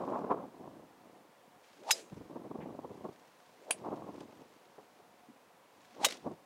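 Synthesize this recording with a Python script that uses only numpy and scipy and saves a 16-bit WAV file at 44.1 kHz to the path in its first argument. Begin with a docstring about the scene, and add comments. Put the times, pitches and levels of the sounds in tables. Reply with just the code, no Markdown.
"""An open, windy golf driving range: three shots, two close by and one from a neighbouring bay.
Each swing whistles as the shaft sheds vortices, and the head hisses through the air. The impact cracks,
excites the modes of the hollow metal head and of the ball, and is scattered back by ground and fence.
Clothes rustle, feet and clubs thud on the mat, a tee skips away. Gusts buffet the microphone over a
distant wash, and a fast limiter flattens the strikes."""
import sys
import numpy as np
from scipy import signal
from scipy.fft import rfft, irfft, next_fast_len
from scipy.io import wavfile
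from scipy.ndimage import uniform_filter1d

SR = 44100
rng = np.random.default_rng(int(sys.argv[2]) if len(sys.argv) > 2 else 0)


def to_wav(s):
    """Save 16-bit WAV."""
    ch = np.atleast_2d(s).T  # columns
    pcm = np.round(np.clip(ch, -1, 1) * 32767)  # PCM
    wavfile.write(sys.argv[1], SR, pcm.astype(np.int16))


N = 284688
TIME = np.arange(N) / SR


def amp(db):
    """Amplitude ratio of a level in decibels."""
    return 10 ** (np.asarray(db) / 20)


def unit(x):
    """Normalisation to rms 1."""
    return x / np.sqrt(np.mean(x ** 2) + 1e-20)


def spectrum_db(points, hz):
    """Level at hz, interpolated over log frequency between points of frequency and level."""
    f, db = np.transpose(points)
    return np.interp(np.log(hz + 1), np.log(f + 1), db)


def noise(colour, size=N):
    """Spectral shaping: Gaussian noise of rms 1 whose relative spectrum in dB is colour(Hz)."""
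    padded = next_fast_len(size, True)
    hz = np.fft.rfftfreq(padded, 1 / SR)
    return unit(irfft(rfft(rng.standard_normal(padded)) * amp(colour(hz)), padded)[:size])


def wander(hz):
    """Random modulation: noise of rms 1, low-passed at hz."""
    return noise(lambda f: -10 * np.log10(1 + (f / hz) ** 6))


def decay(t, t60):
    """Exponential damping by 60 dB in t60 seconds."""
    return np.exp(-np.log(1000) * t / t60)


def swell(s, before_s, after_s):
    """A two-sided Gaussian envelope of height 1 at s seconds."""
    return np.exp(-((TIME - s) / np.where(TIME < s, before_s, after_s)) ** 2)


def click(points, size=4096):
    """Minimum phase: the sharpest causal pulse with a given spectrum, peak 1."""
    log_gain = np.log(amp(spectrum_db(points, abs(np.fft.fftfreq(size, 1 / SR)))))
    pulse = np.fft.ifft(np.exp(np.conj(signal.hilbert(log_gain)))).real
    return pulse / abs(pulse).max()


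def low_cut(x, hz):
    """A second-order high-pass filter."""
    return signal.sosfilt(signal.butter(2, hz, "highpass", fs=SR, output="sos"), x)


def add(mix, s, sound):
    """Superposition: a sound joins the mix at s seconds."""
    part = mix[round(s * SR):][:len(sound)]
    part += sound[:len(part)]


def wash(wash_db=-64, hum_hz=722, hum_width_hz=14, hum_db=-74):
    """Incoherent summation: far traffic and moving air merge into steady noise, with a wavering hum."""
    # Each row: frequency in Hz, relative level in dB.
    wash_spectrum = [(25, -27), (80, -25), (160, -39.5), (300, -15), (520, -0.5), (700, -5), (950, -2.5),
                     (1300, -9), (1950, -12.5), (3000, -17), (4750, -21), (8000, -24.5), (15500, -28)]
    hum = amp(hum_db) * unit(wander(hum_width_hz) * np.sin(2 * np.pi * hum_hz * TIME))
    return amp(wash_db) * noise(lambda f: spectrum_db(wash_spectrum, f)) + hum


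def gusts(breeze_db=-70.5, breeze_db_per_octave=0.48):
    """Addition of powers: gusts over a light breeze give the wind's power and power-weighted tilt."""
    # Each row: time of full force and hold in seconds, level in dB, rise and fall in seconds,
    # spectral tilt in dB per octave.
    gust_events = [(0, .35, -39, .05, .085, 1.5), (.61, 0.086, -51.5, 0.045, 0.16, 0.5),
                   (1.06, .1, -61, 0.12, 0.068, 3), (2.12, 0.12, -58, .01, 0.038, -5.5),
                   (2.33, 0.073, -51, 0.054, 0.053, 0.5), (2.58, .1, -43.5, 0.048, 0.053, -2),
                   (2.78, .34, -55.5, .05, .05, 0), (3.838, 0.077, -42.5, 0.041, 0.2, 0.5),
                   (4.17, 0.038, -48, 0.042, 0.022, -1), (4.39, 0.024, -54.5, 0.038, 0.039, 0.5),
                   (6.0, 0.045, -48, 0.026, 0.087, 4), (6.255, 0.067, -44, 0.02, 0.013, -1.5)]
    power = amp(breeze_db) ** 2
    weighted_tilt = power * breeze_db_per_octave
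    for s, hold_s, db, rise_s, fall_s, tilt in gust_events:
        rise = np.exp(-np.maximum(s - TIME, 0) / rise_s)
        fall = np.exp(-np.maximum(TIME - s - hold_s, 0) / fall_s)
        gust_power = (amp(db) * rise * fall) ** 2
        power = power + gust_power
        weighted_tilt = weighted_tilt + gust_power * tilt
    return power, weighted_tilt / power


def wind(flow_db=-2, lump_db=3, lump_hz=45, small_per_s=18, small_db=3.5, small_half_s=0.0028,
         swirl_db=-1, kick_db=3, lead_s=0.002, brighten=0.24, usual_db=-45, pivot_hz=400):
    """Turbulence buffets the microphone port: faster air makes smaller eddies and a brighter sound."""
    # The strongest eddies. Each row: time of the peak in seconds, level in dB, half length in seconds.
    strong_eddies = [(0.316, -26.5, 0.0072), (0.431, -43.5, 0.0015), (.679, -42, 0.0046),
                     (2.128, -50, 0.0086), (2.175, -45.5, 0.0073), (2.214, -46, 0.0049),
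                     (2.366, -40.5, 0.0086), (2.457, -45, 0.013), (2.515, -38, 0.0048),
                     (2.559, -40, 0.0038), (2.708, -41, 0.0028), (2.751, -45, .003), (2.793, -43, 0.0047),
                     (2.849, -41, .01), (2.912, -44, 0.0069), (3.012, -45.5, 0.0025), (3.055, -37.5, 0.01),
                     (3.093, -43, 0.0046), (3.889, -37, 0.0023), (3.931, -38, 0.015), (4.024, -41, 0.0034),
                     (4.092, -42.5, 0.0089), (6.269, -36.5, .011), (6.314, -44, 0.0057)]
    # Pressure at the port. Each row: frequency in Hz, relative level in dB.
    buffet_spectrum = [(25, -28), (60, -18), (120, -5), (200, 2), (300, 4.5), (420, 1), (600, -1.5),
                       (850, -4.5), (1100, -7.5), (1400, -23.5), (1800, -34.5), (3000, -49), (8000, -72)]
    power, tilt = gusts()
    eddy_shape = np.exp(-np.linspace(-3, 3, round(6 * small_half_s * SR)) ** 2)
    small_eddies = signal.oaconvolve(1. 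* (rng.random(N) < small_per_s / SR), eddy_shape, "same")
    lumps = amp(flow_db + lump_db * wander(lump_hz))
    power = power * (lumps ** 2 + amp(small_db) ** 2 * small_eddies)
    kicks, kick = np.zeros(N), click(buffet_spectrum)
    for s, db, half_s in strong_eddies:  # each is a rounded pressure kick inside a short swirl
        power = power + amp(db + swirl_db) ** 2 * swell(s, half_s, half_s)
        add(kicks, max(s - lead_s, 0), rng.choice([-1, 1]) * amp(db + kick_db) * kick)
    tilt = tilt + brighten * np.maximum(10 * np.log10(power) - usual_db, -10)
    buffet = noise(lambda f: spectrum_db(buffet_spectrum, f))
    hz, frame_s, frames = signal.stft(buffet, SR, nperseg=512, noverlap=384)
    octaves = np.log2(np.clip(hz, 45, 1600) / pivot_hz)
    tilt_gain = amp(np.outer(octaves, np.interp(frame_s, TIME, tilt)))
    flow = signal.istft(frames * tilt_gain, SR, nperseg=512, noverlap=384)[1]
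    return np.sqrt(power) * flow[:N] + kicks


def clothes(grain_db=1.5, grain_hz=70, ticks_per_s=35, tick_db=11, tick_t60=0.016):
    """Friction: fabric brushes in uneven strokes as the body turns, and small creases snap."""
    # Each row: time of the peak in seconds, level in dB, swell and fade in seconds.
    rustles = [(.06, -71, .15, 0.23), (1.68, -68, 0.052, 0.27), (2.1, -73.5, .15, 0.27),
               (2.95, -78, .2, 0.9), (4.15, -74.5, 1, 1), (4.21, -67.5, 0.031, 0.026),
               (5.88, -71.5, 0.12, 0.23), (6.18, -69.5, 0.23, 0.13)]
    # Each row: frequency in Hz, relative level in dB.
    cloth_spectrum = [(200, -14), (1200, 1), (2500, 1), (6500, -5.5), (10000, -16), (16000, -32)]
    strokes = sum(amp(db) * swell(s, swell_s, fade_s) for s, db, swell_s, fade_s in rustles)
    creases = rng.random(N) * (rng.random(N) < ticks_per_s / SR)
    ticks = signal.oaconvolve(creases, decay(TIME[:SR // 10], tick_t60))[:N]
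    texture = amp(grain_db * wander(grain_hz)) + amp(tick_db) * ticks
    return strokes * texture * noise(lambda f: spectrum_db(cloth_spectrum, f))


def swing(s, top_hz, whistle_db, hiss_db, gather_s, kept, coast_s=.23, release_db=9.5, release_s=0.018,
          follow_db=-11.5, follow_delay_s=0.068, follow_s=0.046, core_hz=120, skirt_hz=270):
    """Vortex shedding: the shaft's pitch follows club speed; whistle and head hiss grow as its powers."""
    t = TIME - s
    speed = np.where(t < 0, np.exp(-abs(t) / gather_s), kept * np.exp(-abs(t) / coast_s))
    speed_decades = np.log10(speed)
    whip_db = release_db * swell(s, release_s, release_s / 10)  # the wrists whip the club through
    follow_through = amp(follow_db) * swell(s + follow_delay_s, follow_s, follow_s)  # the head comes round
    whistle_gain = amp(whistle_db + 46 * speed_decades + whip_db)
    hiss_gain = amp(hiss_db) * (amp(123 * speed_decades) + follow_through)
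    tone = np.exp(2j * np.pi * np.cumsum(top_hz * speed) / SR)
    # Slower and faster parts of the shaft smear the tone into a band.
    core, skirt = ((tone * (wander(width) + 1j * wander(width))).real for width in (core_hz, skirt_hz))
    whistle = low_cut(whistle_gain * unit(core + amp(-2) * skirt), hz=220)
    # Each row: frequency in Hz, relative level in dB.
    hiss_spectrum = [(25, -35), (200, -3), (1000, 2), (2500, 5), (5500, 4), (9000, -5.5), (16000, -27.5)]
    return whistle + hiss_gain * noise(lambda f: spectrum_db(hiss_spectrum, f))


def knock(db, hz, octaves, t60):
    """Heavy damping: a blow on mat, tee or ball excites one broad resonance that soon dies."""
    # The faint spread round the resonance. Each row: frequency in Hz, level in dB relative to its peak.
    skirt_spectrum = [(25, -60.5), (300, -28), (4000, -46), (16000, -60)]

    def colour(f):
        resonance = np.exp(-.5 * (np.log2((f + 1) / hz) / octaves) ** 2)
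        return 20 * np.log10(resonance + amp(spectrum_db(skirt_spectrum, f)))

    t = TIME[:SR // 4]
    attack = 1 - decay(t, t60 / 10)
    return amp(db) * noise(colour, len(t)) * attack * decay(t, t60)


def early_reflections(x, echo_db=-9, echo_t60=0.046, gap_s=0.0021):
    """Early reflection: mat, concrete and bay add many quick, faint copies that roughen a ring."""
    t = TIME[:SR // 10]
    taps = rng.standard_normal(len(t)) * decay(t, echo_t60) * (t > gap_s)
    return x + amp(echo_db) * signal.fftconvolve(x, taps / np.linalg.norm(taps))[:len(x)]


def strike(modes, colour, crack_db, crack_t60, snap_db, ring_db, scatter_db, scatter_t60, ball_db,
           rise_s=0.0027, scatter_rise_s=0.015):
    """Impact excitation: a snap, a dense crack, modes of head and ball, scatter from ground and fence."""
    # Colouring of the scattered crack. Each row: frequency in Hz, relative gain in dB.
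    scatter_filter = [(100, -12.5), (600, -2), (2000, 3), (6500, 5), (9000, 7.5), (12000, -3), (16000, -13)]
    # The ball's dull ring. Each row: relative level in dB, centre in Hz, width in octaves, T60 in seconds.
    ball_modes = [(-5, 1184, 0.42, 0.0083), (-7, 3120, 0.27, 0.012)]
    t = TIME[:SR // 2]
    head = sum(amp(db) * decay(t, t60) * np.sqrt(2) * np.sin(2 * np.pi * (hz * t + rng.random()))
               for hz, db, t60 in modes)
    crack = noise(lambda f: spectrum_db(colour, f), len(t))
    scatter = noise(lambda f: spectrum_db(colour, f) + spectrum_db(scatter_filter, f), len(t))
    attack = 1 - np.exp(-t / rise_s)
    scatter_attack = 1 - np.exp(-t / scatter_rise_s)
    sound = amp(ring_db) * early_reflections(head * attack)
    sound += amp(crack_db) * crack * attack * decay(t, crack_t60)
    sound += amp(scatter_db) * scatter * scatter_attack * decay(t, scatter_t60)
    add(sound, 0, amp(snap_db) * click(colour))
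    for db, *resonance in ball_modes:  # a ball is too small to radiate bass
        add(sound, 0, low_cut(knock(ball_db + db, *resonance), hz=590))
    return sound


def shots():
    """Modal timbre: a wood, a neighbour's club and a driver each strike with their own ring and crack."""
    # Modes of the hollow metal heads. Each row: frequency in Hz, relative level in dB, T60 in seconds.
    wood_modes = [(1690, -34, .038), (2550, -18, .015), (3220, -15, .015), (3780, -20, .04),
                  (3962, -17, .044), (4660, -32, .08), (5058, -11, .056), (5310, -30, .06),
                  (5787, -34, .08), (6065, -16, .038), (6334, -21, .04), (6525, -24, .03),
                  (7050, -22, .022), (7515, -28, .045), (9098, -16, .02), (10670, -27, .033)]
    neighbour_modes = [(2470, -21, .018), (3150, -26, .025), (4667, -40, .07), (8500, -36, .04),
                       (8780, -23, .026), (8926, -32, .038), (9130, -42, .07), (9383, -43, .07),
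                       (9700, -34, .06), (9860, -38, .08), (9940, -30, .06), (10150, -33, .03)]
    driver_modes = [(1685, -33, .063), (2055, -34, .22), (2450, -23, .03), (2923, -21, .03),
                    (3031, -22, .04), (3640, -25, .04), (3786, -18, .08), (4064, -29, .05),
                    (4280, -27, .045), (4468, -28, .045), (5006, -28, .05), (5518, -38, .12),
                    (6450, -19, .042), (6650, -20, .042), (7120, -40, .14), (8102, -30, .045),
                    (8603, -34, .055), (9895, -33, .04), (10630, -32, .035)]
    # Spectra of the cracks. Each row: frequency in Hz, relative level in dB.
    wood_crack = [(25, -45.5), (300, -19), (700, -11), (1300, -9.5), (2000, -4.5), (3100, -1.5), (4300, -7),
                  (6500, 9), (9000, 1), (12500, -0.5), (16000, -15.5)]
    neighbour_crack = [(25, -53), (300, -2), (600, -1), (1300, -6), (2500, 4.5), (3200, -2), (4300, -15),
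                       (7000, -5), (9800, 4), (11200, -9), (16000, -26)]
    driver_crack = [(25, -48), (300, -6), (700, 1), (1200, 1), (1500, -5), (2800, 5.5), (5000, 0),
                    (6800, 4.5), (9500, -3.5), (13500, -9), (16000, -15)]
    # Each row: start in seconds, crack level in dB and T60 in seconds, snap level in dB, ring gain in dB,
    # scatter level in dB and T60 in seconds, ball gain in dB.
    impacts = [(1.9105, -2, 0.028, -22, -3, -44.5, 0.34, 3.5),
               (3.7082, -17, 0.023, -14, -1, -34, 0.1, -21.5),
               (6.046, -2, 0.037, -20, -8, -46.5, 0.24, -5.5)]
    clubs = [(wood_modes, wood_crack), (neighbour_modes, neighbour_crack), (driver_modes, driver_crack)]
    mix = np.zeros(N)
    for (s, *impact), (modes, colour) in zip(impacts, clubs):
        add(mix, s, strike(modes, colour, *impact))
    return mix


def thuds():
    """Inelastic contact: clubs and feet thud, scuff and tap on the mat."""
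    # Each row: start in seconds, level in dB, centre in Hz, width in octaves, T60 in seconds.
    blows = [(1.908, -12.5, 3650, 0.82, .03), (2.604, -55.5, 1960, 0.45, 0.22),
             (4.781, -45.5, 422, 0.87, 0.11), (5.0, -55.5, 450, 0.71, 0.081), (5.286, -50.5, 244, .35, .11),
             (5.362, -53, 390, 0.86, 0.032), (6.0649, -27.5, 527, 0.28, 0.038)]
    mix = np.zeros(N)
    for s, *blow in blows:
        add(mix, s, knock(*blow))
    return mix


def tee():
    """Rebound: a short tick echoes the neighbour's shot, then the tee skips away after the driver; each contact
    excites the same damped resonance."""
    # Each row: start in seconds, level in dB. The first is an echo of the neighbour's shot, the rest are the
    # tee's bounces.
    bounces = [(3.7275, -46), (6.0857, -34.5), (6.1025, -43), (6.108, -37), (6.123, -38), (6.17, -48.5)]
    mix = np.zeros(N)
    for s, db in bounces:
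        add(mix, s, knock(db, hz=2700, octaves=1, t60=0.027))
    return mix


def scene():
    """Superposition: wash, wind and the golfers' sounds sum in one channel."""
    # Each row: time of impact in seconds, top whistle pitch in Hz, whistle and hiss gains in dB,
    # time in seconds for the speed to grow by a factor e, share of speed left after impact.
    swings = [(1.906, 946.5, -39.5, -42.5, .105, .7), (3.707, 700, -50, -65, 0.17, 0.92),
              (6.046, 900, -42, -39, .09, .71)]
    mix = wash() + wind() + clothes() + sum(swing(*row) for row in swings) + shots() + thuds() + tee()
    return mix[None]


def record(dry, low_cut_hz=60, threshold_db=-22, recover_db_per_s=900, clip_level=.36, edge_hz=15900):
    """Dynamic compression: after a wind filter, a fast limiter, soft clipping and a band limit."""
    dry = low_cut(dry, low_cut_hz)
    power_db = 10 * np.log10(abs(uniform_filter1d(dry[0] ** 2, size=90)) + 1e-12)
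    recovery_db = TIME * recover_db_per_s
    held_db = np.maximum.accumulate(power_db + recovery_db) - recovery_db  # jumps up, falls steadily
    over_db = np.maximum(held_db - threshold_db, 0)
    limited = dry / amp(.85 * uniform_filter1d(over_db, size=60))
    rounded = clip_level * np.tanh(limited / clip_level)
    band_limit = signal.firwin(401, edge_hz, window=("kaiser", 7), fs=SR)
    return signal.oaconvolve(rounded, band_limit[None], "same")


dry = scene()
out = record(dry)
to_wav(out)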